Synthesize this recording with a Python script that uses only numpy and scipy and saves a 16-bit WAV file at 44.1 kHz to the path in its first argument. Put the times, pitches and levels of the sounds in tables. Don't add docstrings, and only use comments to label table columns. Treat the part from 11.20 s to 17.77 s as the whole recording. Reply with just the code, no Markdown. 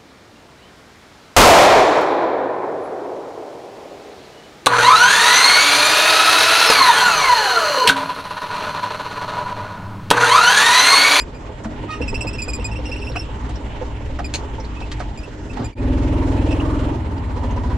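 import sys
import numpy as np
from scipy import signal
from scipy.fft import rfft, irfft
from scipy.io import wavfile
from scipy.ndimage import uniform_filter1d

SR = 44100
rng = np.random.default_rng(int(sys.argv[2]) if len(sys.argv) > 2 else 0)


def volts(x):
    e = np.asarray(x, float) / 20
    return 10 ** e


def materialize(psi):
    bounded = np.clip(np.atleast_2d(psi).T, -1, 1)
    quanta = np.round(bounded * 32767).astype(np.int16)
    wavfile.write(sys.argv[1], SR, quanta)


N = 289737
T = np.arange(N) / SR
CUT_S = 4.549

MANNER = [
    (.5, .97, .27, .5, .27, .1),
    (.22, .26, .11, .4, .53, .18),
    (.42, .7, .0, .45, .65, .13),
]


def unit(x):
    return x / np.sqrt(np.mean(x ** 2))


def ring(x, hz, width_hz):
    return signal.lfilter(*signal.iirpeak(min(hz, .45 * SR), max(hz / width_hz, .3), fs=SR), x)


def body(x, modes):
    return sum((-1) ** k * volts(db) * ring(x, hz, width_hz) for k, (hz, width_hz, db) in enumerate(modes))


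def walk(rate_hz, size=N):
    hold = max(int(SR / rate_hz), 1)
    steps = np.repeat(rng.standard_normal(size // hold + 1), hold)
    return 1.165 * uniform_filter1d(uniform_filter1d(steps, hold), hold)[:size]


def follow(table):
    return np.interp(T, *np.transpose(table))


def on_log(table, hz):
    f, v = np.transpose(table)
    return np.interp(np.log(hz), np.log(np.maximum(f, 1)), v)


def pair():
    # frequency [Hz], left-right correlation.
    likeness = [(30, 1), (60, 1), (300, 0.98), (560, 0.6), (1200, 0.026), (2500, 0.53), (5000, 0.2),
                (11000, 0.052)]
    # frequency [Hz], left minus right [dB].
    lean = [(60, 5), (110, -2), (190, 0), (340, -1.5), (610, -4.5), (1080, -4), (1920, -3.5), (3430, -2),
            (6110, -0.5), (10900, -11.5)]
    hz = np.maximum(np.arange(N // 2 + 1) * SR / N, 1)
    corr = np.clip(on_log(likeness, hz), 0, 1)
    mid, side = rfft(rng.standard_normal((2, N)))
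    sign = np.array([[1], [-1]])
    ports = np.sqrt(1 + corr) * mid + sign * np.sqrt(1 - corr) * side
    return irfft(ports * volts(sign * on_log(lean, hz) / 2), N)


def shaped(spectrum, flicker_db, rate_hz):
    hz = np.maximum(np.arange(N // 2 + 1) * SR / N, 1)
    spec = rfft(pair()) * volts(on_log(spectrum, hz))
    out = 0
    for centre in np.arange(np.log2(spectrum[0][0]), np.log2(spectrum[-1][0]), .5):
        band = np.clip(1 - 2 * abs(np.log2(hz) - centre), 0, 1)
        out = out + irfft(spec * band, N) * volts(flicker_db * walk(rate_hz))
    return unit(out)


def slip(hz, partials_db, wobble, flutter_db):
    n = len(hz)
    phase = 2 * np.pi * np.cumsum(hz * (1 + wobble * walk(1000, n))) / SR
    return sum(volts(db + flutter_db * walk(170, n)) * np.sin((k + 1) * phase)
               for k, db in enumerate(partials_db))


def add(out, s, sound, pan_db):
    i = max(int(s * SR), 0)
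    n = min(len(sound), N - i)
    out[:, i:i + n] += sound[:n] * volts(np.array([[pan_db], [-pan_db]]) / 2)


def shield_hum(out):
    shield = (303, 5, -41.5)
    hz, width_hz, db = shield
    hum = ring(ring(rng.standard_normal(N), hz, width_hz), hz, 52)
    add(out, 0, volts(db) * unit(hum) * (T < CUT_S), -.5)


def wheel_bumps(out):
    # start [s], peak [dB], ring [Hz], cycles to die by 60 dB.
    bumps = [(0.453, -18.5, 220, 40), (.5, -27, 22.9, 17), (0.618, -35, 102, 12), (0.826, -19, 98, 12),
             (.86, -15.5, 23, 10.4), (.907, -28, 108, 12), (1.059, -15.5, 112.6, 13), (1.173, -17, 102, 16),
             (1.917, -19.5, 116, 19), (2.22, -22, 106, 13), (2.324, -28, 102, 12), (2.85, -17, 21, 20),
             (3.111, -25, 110, 12), (3.631, -21, 97, 12), (3.747, -16, 104, 14), (4.4, -16, 110, 15),
             (2.25, -30, 287, 25), (2.63, -39, 115, 17), (4.42, -20, 268, 30)]
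    t = T[:int(.4 * SR)]
    for s, db, hz, cycles in bumps:
        fall = volts(db - 60 * t * hz / cycles)
        add(out, s, fall * np.minimum(t * hz, 1) * np.sin(2 * np.pi * hz * t), -.3)


def valve_raps(out):
    # start [s], peak [dB], ring [Hz].
    raps = [(0.132, -36.5, 490), (0.29, -24.5, 404), (0.399, -28.5, 417), (0.589, -27.5, 410),
            (0.634, -22.5, 406), (0.801, -17, 470), (0.926, -18.5, 428), (1.044, -17.5, 500),
            (1.149, -23, 452), (1.277, -22, 406), (1.384, -22, 474), (1.493, -24.5, 470), (1.587, -22, 516),
            (1.691, -26.5, 503), (1.741, -35, 400), (1.794, -25.5, 404), (1.897, -24, 510),
            (2.085, -24.5, 430), (2.266, -37, 405), (2.45, -34.5, 431), (2.559, -41, 538),
            (2.611, -17, 508), (2.707, -31, 506), (2.806, -22, 405), (2.894, -26, 517), (3.223, -24, 405),
            (3.33, -32, 390), (3.38, -23, 533), (3.436, -28.5, 433), (3.496, -39.5, 390), (3.65, -36, 420),
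            (3.739, -28, 436), (3.951, -33.5, 390), (4.073, -26.5, 450), (4.229, -35, 404)]
    # frequency [Hz], width [Hz], level [dB].
    cover = (879, 41, -6)
    cover_hz, cover_width_hz, cover_db = cover
    t = T[:int(.12 * SR)]
    seat = signal.butter(3, 1200, fs=SR, output="sos")
    for s, db, hz in raps:
        chatter = rng.standard_normal(len(t)) * np.minimum(t / 0.0028, 1) * volts(-60 * t / .09)
        rap = ring(chatter, hz, 56) + 0.46 * ring(chatter, 499, 35)
        rap = rap + volts(cover_db) * ring(chatter, cover_hz, cover_width_hz)
        rap = signal.sosfilt(seat, rap)
        add(out, s, volts(db - 3) * rap / abs(rap).max(), -7.5)


def mount_sings(out):
    # time just before the swell's peak [s], peak [dB], frequency [Hz].
    sings = [(1.563, -49, 5450), (1.683, -39.5, 5340), (1.746, -50, 5400), (1.796, -45, 5410),
             (1.846, -39.5, 5320), (1.887, -41.5, 5480), (1.91, -52, 5300), (1.994, -31.5, 5380),
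             (2.03, -54, 5400)]
    lead_s, rise_s = 0.0088, 0.0088
    t = T[:int(.12 * SR)]
    for s, db, hz in sings:
        swell = np.exp(-.5 * (t / rise_s - 2) ** 2)
        add(out, s - lead_s, volts(db) * swell * slip(hz + 0 * t, (0, -17), .01, 3.5), -1.5)


def dull_knocks(out):
    # start [s], peak [dB], ring [Hz], left minus right [dB].
    hits = [(0.444, -22.5, 689, -3), (1.275, -29.5, 700, -5), (2.29, -29.5, 700, -5), (2.62, -26, 848, -4),
            (0.819, -30, 482, -9), (1.044, -26.5, 595, 3), (1.954, -17.5, 709, 0), (2.299, -33, 457, -3),
            (2.988, -17, 689, -3), (3.608, -28, 700, -1), (3.801, -18, 652, -4), (4.37, -28, 840, -16),
            (4.394, -22, 399, -1), (4.429, -27, 426, -3), (4.774, -27, 613, -1), (4.819, -27, 450, -4),
            (5.409, -20, 560, 4), (5.45, -26, 570, -7), (6.152, -39, 950, -2), (6.16, -24.5, 479, -4),
            (6.235, -21, 513, -3), (6.499, -22, 523, -5), (6.361, -20, 486, -3), (6.41, -37, 520, -2)]
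    cycles_to_die, crack_db = 43, -16
    t = T[:int(.2 * SR)]
    for s, db, hz, pan_db in hits:
        blow = np.minimum(t / 0.0017, 1) * volts(-60 * (t * hz / cycles_to_die) ** 1.76)
        chatter = rng.standard_normal(len(t)) * blow
        dull = ring(chatter, hz, 320) + .3 * ring(chatter, 1.8 * hz, 500) + .5 * ring(chatter, 240, 80)
        dull = ring(dull, hz, 1500)
        panel = blow * slip(hz + 0 * t, (-8, -18), .1, 3.0)
        dull = dull / abs(dull).max() + panel
        crack = ring(ring(chatter * np.exp(-t / 0.018), 1900, 3500), 2800, 6000)
        knock = dull / abs(dull).max() + volts(crack_db) * crack / abs(crack).max()
        add(out, s, volts(db) * knock, pan_db)


def ticks_and_pings(out):
    # start [s], peak [dB], centre [Hz], left minus right [dB].
    ticks = [(0.4365, -39, 7000, -9), (2.2902, -41.5, 8000, -7), (2.294, -36, 2700, -2),
             (3.603, -33, 2651, -6), (3.715, -23, 2420, 1), (3.7948, -32.5, 2680, -8),
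             (4.3315, -35.5, 2770, -11), (4.3647, -37, 2410, 2), (5.2595, -39, 2550, 6),
             (5.3082, -30, 2610, -2), (5.5897, -35, 2870, 2), (6.1694, -37, 3240, -7),
             (6.4333, -32, 2710, 0)]
    # start [s], peak [dB], centre [Hz], left minus right [dB].
    pings = [(0.704, -36, 4500, 0), (1.79, -40, 4700, 0), (1.9173, -35, 4070, -0.6), (2.356, -37, 5360, -1),
             (3.3988, -35, 5400, -3), (3.4457, -35, 4300, 1), (5.978, -38, 4700, 1), (6.309, -38, 6350, -1)]
    t = T[:int(.2 * SR)]
    for events, width_hz, t60_s in ((ticks, 3150, 0.081), (pings, 610, 0.051)):
        for s, db, hz, pan_db in events:
            tick = ring(ring(rng.standard_normal(len(t)), hz, width_hz), hz, 2 * width_hz)
            tick = tick * np.minimum(t / 0.002, 1) * volts(-60 * t / t60_s)
            add(out, s, volts(db) * tick / abs(tick).max(), pan_db)


def metal_clank(out):
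    # start [s], peak [dB], rattle [s], T60 [s].
    clanks = [(3.1385, -9.5, .011, .09)]
    # frequency [Hz], width [Hz], level [dB].
    modes = [(700, 320, -4.5), (1690, 320, -6), (2450, 350, -1), (4220, 510, 0.5), (6470, 790, -1),
             (8600, 5100, -9), (12900, 6500, -16)]
    t = T[:int(.2 * SR)]
    for s, db, rattle_s, t60_s in clanks:
        fall_db = -60 * np.maximum(t - rattle_s, 0) / t60_s
        clank = body(rng.standard_normal(len(t)) * volts(fall_db + 3.0 * walk(400, len(t))), modes)
        add(out, s, volts(db) * clank / abs(clank).max(), -.5)


def mount_creak(out):
    # time [s], level [dB], slip rate [Hz].
    glide = [(.68, -45, 624), (.712, -27.5, 632), (.742, -29, 621), (.765, -42, 624)]
    partials_db = (-10, 1.5, -8.5, -5.5, -26, -19, -20, -29, -21)
    s, db, hz = np.transpose(glide)
    t = np.arange(s[0] - .01, s[-1] + 0.035, 1 / SR)
    tone = slip(np.interp(t, s, hz), partials_db, .022, 3.0)
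    scrape = volts(-12) * ring(rng.standard_normal(len(t)), 4600, 6000)
    edge = np.clip(np.minimum(t - t[0], t[-1] - t) / 0.02, 0, 1)
    add(out, t[0], edge * volts(np.interp(t, s, db)) * (tone + scrape), -1.5)


def mount_squeaks(out):
    # start [s], peak [dB], pitch [Hz], third partial [dB].
    run = [(0.814, -22.5, 2710, -13.5), (0.8784, -23, 2597, -3.5), (0.9425, -19, 2700, -10),
           (1.0074, -20, 2677, -5.5), (1.0685, -20.5, 2617, -5), (1.1296, -24.5, 2700, -8.5),
           (1.1826, -19.5, 2587, -11.5), (1.219, -21, 2445, 2.5), (1.282, -21.5, 2477, 0),
           (1.3338, -20.5, 2458, 3.5), (1.3962, -28, 2720, -16), (1.4437, -21.5, 2493, 2.5),
           (1.5125, -28, 2670, -13), (1.555, -24, 2730, -16), (1.6541, -21.5, 2757, -12.5),
           (1.7152, -22, 2726, -13), (1.761, -26.5, 2750, -15), (1.8153, -24, 2733, -15),
           (1.8687, -24.5, 2720, -14), (1.959, -21, 2696, -11), (2.0098, -30, 2720, -10)]
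    # start [s], peak [dB], pitch [Hz], third partial [dB].
    strays = [(0.0014, -23, 2447, 1), (0.146, -33, 2420, -9), (0.725, -30.5, 2870, -24),
              (.75, -33, 2780, -14), (3.044, -23.5, 2450, -2.5), (3.563, -30.5, 2600, -29),
              (3.62, -26.5, 2640, -24), (3.975, -29, 2450, -9), (4.032, -30, 2650, -12.5),
              (4.297, -30.5, 2660, -14), (4.444, -28, 2425, -0.5), (4.529, -27, 2360, -11),
              (4.574, -24.5, 2450, -20), (5.123, -34, 2550, -27), (5.172, -30, 2630, -27),
              (5.208, -31.5, 2830, -23), (5.262, -29, 2440, -25), (5.285, -30, 2520, -15),
              (5.3085, -21, 2650, -14.5), (5.326, -28, 2660, -17), (5.396, -20.5, 2780, -27)]
    top_db = (-12, -11, -12)
    tail_partials_db = (15, 8.5, -8, -22, -10)
    catch_share, catch_s = .03, .012
    tail_db, tail_t60_s = -19, .2
    t = T[:int(.16 * SR)]
    for k, (s, db, hz, third_db) in enumerate(run + strays):
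        in_run = k < len(run)
        t60_s = min(0.048 + 4 * max(-25.0 - db, 0), 0.055) if in_run else 0.046
        second_db = -3 - third_db ** 2 / 24
        scrape = np.clip((hz - 2500) / 120, 0, 1)
        wobble = .015 + .038 * scrape * np.exp(-t / .024)
        wobble = wobble + .035 * (s > CUT_S)
        pitch_hz = hz * (1 - catch_share * scrape * np.exp(-t / catch_s))
        upper_db = third_db / 2 + scrape + np.array(top_db)
        tone = slip(pitch_hz, (0, second_db, third_db, *upper_db), wobble, 3.4)
        sound = tone * np.minimum(t / (0.00056 + 0.001 * scrape), 1) * volts(-60 * (t / t60_s) ** 3.2)
        if in_run:
            fall = np.minimum(t / 0.0076, 1) * volts(tail_db - 60 * t / tail_t60_s)
            sound = sound + fall * slip(hz + 0 * t, tail_partials_db, 0.0054, 3.0)
        add(out, s, volts(db - 8.5) * sound, -3.0)


def housing(loose):
    loose[0] = np.roll(loose[0], shift=1)
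    return np.array([signal.sosfilt(signal.butter(4, hz, fs=SR, output="sos"), port)
                     for hz, port in zip((8000, 9000), loose)])


def cab_echo(loose):
    t60_s, level_db = .05, -5
    t = T[:int(.2 * SR)]
    echo = rng.standard_normal((2, len(t))) * volts(-60 * t / t60_s) * (t > .002)
    echo = echo / np.sqrt((echo ** 2).sum(axis=1, keepdims=True))
    return volts(level_db) * signal.fftconvolve(loose, echo, axes=1)[:, :N]


def by_load(load, rows):
    return np.array([np.interp(load, (0, 1, 2), column) for column in np.transpose(rows)])


def crank():
    # time [s], firing rate [Hz].
    firing = [
        [(0, 8.0), (.6, 8.2), (1.0, 8.8), (1.3, 9.0), (1.95, 10.1), (2.25, 9.75), (2.55, 9.7), (2.95, 10.7),
         (3.85, 8.55), (4.54, 8.0)],
        [(4.55, 19.06), (4.853, 20.12), (5.156, 20.86), (5.459, 21.45), (5.661, 20.84), (5.762, 19.56),
         (5.863, 17.2), (5.964, 16.19), (6.2, 14.45), (6.57, 14.45)],
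    ]
    lift_off_s = (5.7, 5.8)
    second = T >= CUT_S
    hz = follow(firing[0] + firing[1])
    phase = np.where(second, np.cumsum(hz * second), np.cumsum(hz)) / SR
    load = np.where(second, 1 + np.interp(T, lift_off_s, (0, 1)), 0)
    return hz, phase, load


def layer_levels(hz, load):
    # time [s], engine effort [dB].
    effort = [
        [(0, -4.5), (.4, -4.5), (.62, 2), (.72, -3), (.77, -6), (.82, 4), (1.1, 0.25), (3.65, -1.5), (4.06, -4),
         (4.46, 0)],
        [(4.62, 7), (4.67, 9), (5.3, 9.5), (5.69, 6.5), (5.78, 3), (6.07, 3.5), (6.4, 7), (6.57, 9.5)],
    ]
    # thump, exhaust bark, body noise, hiss [dB].
    layers_db = [
        (-25.5, -40, -37, -49),
        (-24, -27.5, -30, -48.5),
        (-24.5, -34, -32, -49),
    ]
    follows = (0.98, 0.83, 0.3, 0.48)
    # usual firing rate [Hz], noise gain per octave above it [dB].
    revs = [
        (9.4, 1),
        (19.9, 22.5),
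        (15.6, 1),
    ]
    # time [s], bark gained [dB].
    jolts = [(.15, -2.5), (.33, -3), (.82, 5.5), (1.08, 5.5), (1.5, -1), (1.87, 4.5), (2.25, 6.5), (3.2, 8),
             (4.11, -5), (4.4, 11.5), (6.07, -1.5), (6.4, 0), (6.57, 0)]
    rise_s, fall_s = 0.081, 0.057
    second = T >= CUT_S
    effort_db = np.where(second, follow(effort[1]), follow(effort[0]))
    thump_db, bark_db, body_db, hiss_db = by_load(load, layers_db) + np.outer(follows, effort_db)
    usual_hz, octave_db = by_load(load, revs)
    revs_db = octave_db * np.log2(np.where(second, hz, np.minimum(hz, 11)) / usual_hz)
    coarse = T[::44]
    jolt_db = sum(db * np.exp(-np.maximum((s - coarse) / rise_s, (coarse - s) / fall_s)) for s, db in jolts)
    jolt_db = np.interp(T, coarse, jolt_db)
    return thump_db, bark_db + jolt_db, body_db + revs_db + 0.44 * jolt_db, hiss_db + revs_db


def orders(phase, first, levels_db, lag, spread, wander):
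    port_turn = .11
    step = 8
    phase, levels_db, lag = phase[::step], levels_db[::step], (lag + 0 * T)[::step]
    out, top = 0, uniform_filter1d(1. * levels_db.argmax(axis=1), size=500)
    for k, db in enumerate(levels_db.T):
        turns = (first + k) * (phase - lag) - spread * (k - top) ** 2 / 2
        angle = 2 * np.pi * turns + wander * walk(7 * step, len(phase)) + port_turn * np.array([[1], [-1]])
        out = out - volts(db + 1.5 * walk(6 * step, len(phase))) * np.cos(angle)
    out = out / np.sqrt((volts(levels_db) ** 2).sum(axis=1) / 2)
    return signal.resample_poly(out, step, 1, axis=1)[:, :N]


def pan_thump(phase, load, noise):
    levels_db = [
        (-40, -9, -20, -18, -6, 0, -9, -17, -17, -14),
        (-13, -2, 0, -5, -4, -12, -13, -22, -27, -24),
        (-40, -8, -9, -1, 0, -4, -11, -16, -15, -23),
    ]
    # frequency [Hz], width [Hz], level [dB].
    modes = [(21.7, 19, 2.5), (45.6, 76, -20), (65.2, 68, -2), (93, 11, -10.5), (103.8, 17.6, 0),
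             (137, 113, -3.5)]
    # time [s],
    # level [dB].
    drone = [(0, -1), (.8, -12.5), (1.05, -2.5), (3.85, 1.5), (4.0, -2.5), (4.54, -9), (4.55, 0),
             (6.57, -1)]
    rumble = by_load(load, MANNER)[0]
    clean = orders(phase, 1, by_load(load, levels_db).T, .08, .14, .3)
    clean = volts(follow(drone)) * np.sqrt(1 - rumble ** 2) * clean
    return clean + rumble * unit(ring(body(noise, modes), 71.0, 60))


def exhaust_bark(phase, load, noise):
    levels_db = [
        (0, -5, -9, -14, -16, -20, -18, -18, -18) + (-30,) * 11,
        (-24, -10, 0, -1, -4, -12, -11, -15, -19, -17, -15, -16, -20, -17, -20, -19, -21, -18, -14, -14),
        (-14, -15, -17, -14, -20, -7, 0, -8, -5) + (-22,) * 11,
    ]
    # frequency [Hz], width [Hz], level [dB].
    modes = [(217.4, 48, 5), (264.7, 19.6, 5), (296.4, 13, -5), (350, 13, -10.5)]
    _, rasp, pipe_lag, *_ = by_load(load, MANNER)
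    clean = np.sqrt(1 - rasp ** 2) * orders(phase, 11, by_load(load, levels_db).T, pipe_lag - .1, .05, .5)
    return clean + rasp * unit(ring(body(noise, modes), 282.3, 76) * volts(2.0 * walk(12)))


def strokes(phase, load):
    shut = [
        (.4, .07),
        (.5, .1),
        (2.0, .12),
    ]
    _, _, _, depth, stroke, width = by_load(load, MANNER)
    cycle = np.floor(phase - stroke + .5).astype(int)
    off = phase - stroke - cycle
    clack_gain, clack_width = by_load(load, shut)
    clack = clack_gain * volts(1.4 * rng.standard_normal(80))[cycle % 80]
    clack = clack * np.exp(-.5 * (off / clack_width) ** 2)
    off = np.where(T >= CUT_S, off, (off + 0.33) % .5 - .25)
    puff = volts(1.5 * rng.standard_normal(80))[cycle % 80] * np.exp(-.5 * (off / width) ** 2)
    gate = uniform_filter1d(1 - depth + 2 * depth * puff, size=200)
    return puff, clack, gate


def intake_gas(load, noise, puff, clack, gate):
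    # frequency [Hz], density [dB per Hz].
    spectrum = [(210, -1.5), (350, 0.5), (391, -7.5), (610, -4.5), (765, -9), (883, -2.5), (1720, -23),
                (1850, -18), (3200, -51), (4160, -30), (7040, -120)]
    # frequency [Hz], width [Hz], level [dB].
    modes = [(408.7, 15.3, 7), (536, 92, -5.5), (597, 130, -9.5), (1423, 97, -14), (1897, 144, -14.5)]
    intake_db = [
        -5.5,
        -10.5,
        -10,
    ]
    # time [s], pitch [Hz], level against the body noise [dB].
    horn = [(0, 918, -8), (4.5, 915, -11), (5.7, 900, -11), (5.88, 890, -7), (6.1, 940, -12),
            (6.14, 982, 0), (6.57, 982, 0)]
    intake = unit(body(noise * (gate ** 0.1 + clack), modes))
    intake = volts(np.interp(load, (0, 1, 2), intake_db)) * intake
    intake = signal.sosfilt(signal.butter(3, 2600, fs=SR, output="sos"), intake)
    s, horn_hz, horn_db = np.transpose(horn)
    throat = slip(np.interp(T, s, horn_hz), (0,), .018, 1.5) * (.08 + puff + .2 * clack)
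    throat = volts(np.interp(T, s, horn_db) + np.array([[-2], [2]])) * throat
    return shaped(spectrum, 2.7, 9.2) * unit(gate) ** 0.18 + intake + throat


def tailpipe_hiss(phase, load, hiss_db, gate):
    # frequency [Hz], density [dB per Hz].
    hiss_spectrum = [(1470, 1), (2500, -1), (2930, -0.5), (3430, -4.5), (4250, -10), (5760, -13),
                     (6210, -14), (7280, -13.5), (7800, -17), (8420, -26.5), (11300, -49.5), (14700, -75),
                     (22000, -120)]
    # frequency [Hz], density [dB per Hz].
    air_spectrum = [(6000, -22), (8500, -3), (10500, -8), (11500, -16), (14000, -18), (15500, -43),
                    (22000, -60)]
    # swing [dB], lag [cycles], top air against hiss [dB].
    jet = [
        (-0.5, 0.63, -22.5),
        (1.06, 0.67, -16.5),
        (0.9, 0.87, -18),
    ]
    swing_db, lag, air_db = by_load(load, jet)
    blow = np.cos(2 * np.pi * (phase - lag))
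    hiss = volts(hiss_db + 4.5) * shaped(hiss_spectrum, 2.44, 18) * unit(gate) ** 0.42
    spit_db = 2 * swing_db * blow * (1.5 + .4 * walk(14))
    air = volts(hiss_db + air_db + spit_db) * shaped(air_spectrum, 1.5, 25)
    return hiss * volts(swing_db * blow) + air


def engine():
    hz, phase, load = crank()
    thump_db, bark_db, body_db, hiss_db = layer_levels(hz, load)
    puff, clack, gate = strokes(phase, load)
    noise = pair()
    out = volts(thump_db) * pan_thump(phase, load, noise)
    out = out + volts(bark_db) * exhaust_bark(phase, load, noise)
    out = out + volts(body_db) * intake_gas(load, noise, puff, clack, gate)
    return out + tailpipe_hiss(phase, load, hiss_db, gate)


def scene():
    loose = np.zeros((2, N))
    for source in (dull_knocks, ticks_and_pings, metal_clank, mount_creak, mount_squeaks):
        source(loose)
    loose = housing(loose)
    loose = loose + cab_echo(loose)
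    for source in (shield_hum, wheel_bumps, valve_raps, mount_sings):
        source(loose)
    return engine() + loose


def band_limit(x):
    return signal.sosfilt(signal.butter(12, 14900, fs=SR, output="sos"), x)


def record(dry):
    # time [s], gain.
    fade = [
        (4.463, 1),
        (4.549, 0),
        (4.623, 0.75),
    ]
    mix = dry * follow(fade)
    mix = signal.sosfilt(signal.butter(2, 14, "high", fs=SR, output="sos"), mix)
    return band_limit(mix)


dry = scene()
out = record(dry)
materialize(out)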